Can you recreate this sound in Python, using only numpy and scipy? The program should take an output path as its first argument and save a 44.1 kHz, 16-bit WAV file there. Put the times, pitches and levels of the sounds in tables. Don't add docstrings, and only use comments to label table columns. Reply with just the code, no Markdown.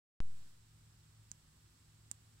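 import sys
import numpy as np
from scipy import signal
from scipy.fft import rfft, irfft
from scipy.io import wavfile
from scipy.ndimage import uniform_filter1d

SR = 44100
rng = np.random.default_rng(int(sys.argv[2]) if len(sys.argv) > 2 else 0)


def unload_audio(sound):
    columns = np.transpose(np.atleast_2d(sound))
    steps = np.round(np.clip(columns, -1, 1) * 32767)
    wavfile.write(sys.argv[1], SR, steps.astype(np.int16))


N = 105840

# (time [s], gain [dB])
SETTLING = [(.2, 1.5), (.28, 3), (.38, 4.5), (.47, 4), (.58, 1), (2.4, 1.5)]


def undb(db):
    return 10 ** (np.asarray(db) / 20)


def since(start_s):
    return np.maximum(np.arange(N) / SR - start_s, 0)


def delay(x, ms):
    hz = np.fft.rfftfreq(N, 1 / SR)
    return irfft(rfft(x) * np.exp(-2j * np.pi * hz * ms / 1000), N)


def gain_curve(points):
    return undb(np.interp(np.arange(N) / SR, *np.array(points).T))


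def noise(spectrum, rms_db):
    hz, density_db = np.array(spectrum).T
    bins_hz = np.maximum(np.fft.rfftfreq(N, 1 / SR), 1)
    gain = undb(np.interp(np.log(bins_hz), np.log(hz), density_db))
    x = irfft(rfft(rng.standard_normal(N)) * gain, N)
    return x * undb(rms_db) / x.std()


def drift(rate_hz):
    hold = max(int(SR / rate_hz), 1)
    steps = np.repeat(rng.standard_normal(N // hold + 1), hold)
    x = uniform_filter1d(uniform_filter1d(steps, hold), hold)[:N]
    return (x - x.mean()) / x.std()


def ring(ms, hz, decay_ms):
    return np.sin(2 * np.pi * hz * ms / 1000) * np.exp(-ms / decay_ms)


def attic_air():
    # (frequency [Hz], relative density [dB])
    air_spectrum = [(400, 7), (650, -21), (850, -11.5), (1300, -1.5), (1700, 1), (2300, -9), (4000, -7.5),
                    (9000, -40)]
    return noise(air_spectrum, -85.5) * gain_curve(SETTLING)


def house_rumble():
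    # (frequency [Hz], relative density [dB])
    rumble_spectrum = [(20, -8.5), (40, 1.5), (72, 4), (95, 2), (130, -6.5), (170, -5), (240, -11.5),
                       (330, -15), (450, -34), (650, -37), (1200, -47.5)]
    return noise(rumble_spectrum, -71) * gain_curve(SETTLING)


def microphone_hiss(whine_hz=5321):
    # (frequency [Hz], left relative density [dB], right relative density [dB])
    hiss_spectra = [(30, -1.5, 1), (244, 4.5, 3), (594, -2, -0.5), (1180, 2.5, 4.5), (2140, -1, 0),
                    (4540, 0.5, 3), (6420, -1, -0.5), (7160, -2, 4), (7900, 4, 7.5), (8940, -2, -1.5),
                    (9930, -6.5, -3.5), (10200, -5.5, -6.5), (16000, -8.5, -8.5)]
    left = noise([(hz, db) for hz, db, _ in hiss_spectra], -73)
    right = noise([(hz, db) for hz, _, db in hiss_spectra], -71)
    whine = np.sqrt(2) * undb([[-101], [-87]]) * np.sin(2 * np.pi * whine_hz * since(0))
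    return np.array([left, right]) * gain_curve(SETTLING) + whine


def switch_on_pop(on_s, rise_ms=0.048, overshoot_ms=0.19, slow_lag_ms=0.56, slow_ms=0.24, drain_s=0.13):
    t = since(on_s)
    ms = 1000 * t
    fast = (1 - np.exp(-(ms / rise_ms) ** 2)) * (1 + np.exp(-ms / overshoot_ms))
    slow = 1 - np.exp(-np.maximum(ms - slow_lag_ms, 0) / slow_ms)
    drain = np.exp(-(t / drain_s) ** 1.32)
    fast_share = np.array([[0.8], [0.31]])
    return -undb(-28) * (fast_share * fast + (1 - fast_share) * slow) * drain


def hum_tone(hz, level_db, waver_db, wander_hz):
    phase = 2 * np.pi * np.cumsum(hz + wander_hz * drift(9)) / SR
    return np.sqrt(2) * undb(level_db + waver_db * drift(13.03)) * np.sin(phase)


def nest_hum():
    # (time [s], gain [dB])
    swells = [(.25, 3.5), (.48, -7), (.64, 1), (.88, 0.5), (1.05, -2), (1.2, 4), (1.48, -16), (1.66, -3),
              (1.88, -7.5), (2.1, -1), (2.4, -1)]
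    lower = hum_tone(108.5, -66.5, waver_db=1.5, wander_hz=0.8) * gain_curve(swells)
    upper = hum_tone(152, -75, waver_db=2.5, wander_hz=-0.43)
    return lower + upper


def reflections(x, delay_ms, decay_ms, left_db, right_db):
    ms = 1000 * since(delay_ms / 1000)[:SR // 4]
    tail = rng.standard_normal((2, len(ms))) * (ms > 0) * np.exp(-ms / decay_ms)
    tail /= np.sqrt(np.sum(tail ** 2, axis=1, keepdims=True))
    return signal.fftconvolve(x[None], tail, axes=1)[:, :N] * undb([[left_db], [right_db]])


def hornet_ticks(attack_ms=0.21, crack_lag_ms=0.15, wood_lag_ms=0.061, far_port_db=-39):
    # (time [s], main mode [Hz], level [dB], decay [ms], crack re tick [dB])
    ticks = [(1.3157, 6940, -21, 0.26, -17), (2.1141, 7770, -15, 0.21, -12)]
    # (frequency [Hz], level re tick [dB], decay [ms])
    side_modes = [(6300, -48, 0.21), (7600, -23.5, 0.77), (10900, -35, 0.27)]
    # (frequency [Hz], level [dB], decay [ms])
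    wood_modes = [(206, -51, 2.9), (650, -58.5, .8), (1150, -53.5, 1.1), (1520, -51, 1.7)]
    snap, knock = np.zeros(N), np.zeros(N)
    for start_s, main_hz, tick_db, decay_ms, crack_db in ticks:
        ms = 1000 * since(start_s)
        body = ring(ms, main_hz, decay_ms)
        body += sum(undb(db) * ring(ms, hz, fade_ms) for hz, db, fade_ms in side_modes)
        attack = 1 - np.exp(-(ms / attack_ms) ** 2)
        crack = undb(crack_db) * ring(np.maximum(ms - crack_lag_ms, 0), hz=12500, decay_ms=0.034)
        snap += 2 * undb(tick_db) * (body * attack + crack)
        wood_ms = np.maximum(ms - wood_lag_ms, 0)
        knock += sum(undb(db) * ring(wood_ms, hz, fade_ms) for hz, db, fade_ms in wood_modes)
    left = delay(undb(far_port_db) * snap + knock, ms=0.36)
    beam = reflections(snap, delay_ms=0.7, decay_ms=3, left_db=-23, right_db=-11.5)
    roof = reflections(snap, delay_ms=5, decay_ms=32, left_db=-30, right_db=-26)
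    return np.array([left, snap + knock]) + beam + roof


def scene():
    low = nest_hum() + house_rumble()
    return np.array([delay(low, ms=0.39), low]) + attic_air() + hornet_ticks()


def record(dry):
    on_s, cutoff_hz = 0.20356, 15800
    live = (dry + microphone_hiss()) * (since(on_s) > 0) + switch_on_pop(on_s)
    lowpass = signal.ellip(10, 0.2, 70, cutoff_hz, fs=SR, output="sos")
    return signal.sosfilt(lowpass, live)


dry = scene()
out = record(dry)
unload_audio(out)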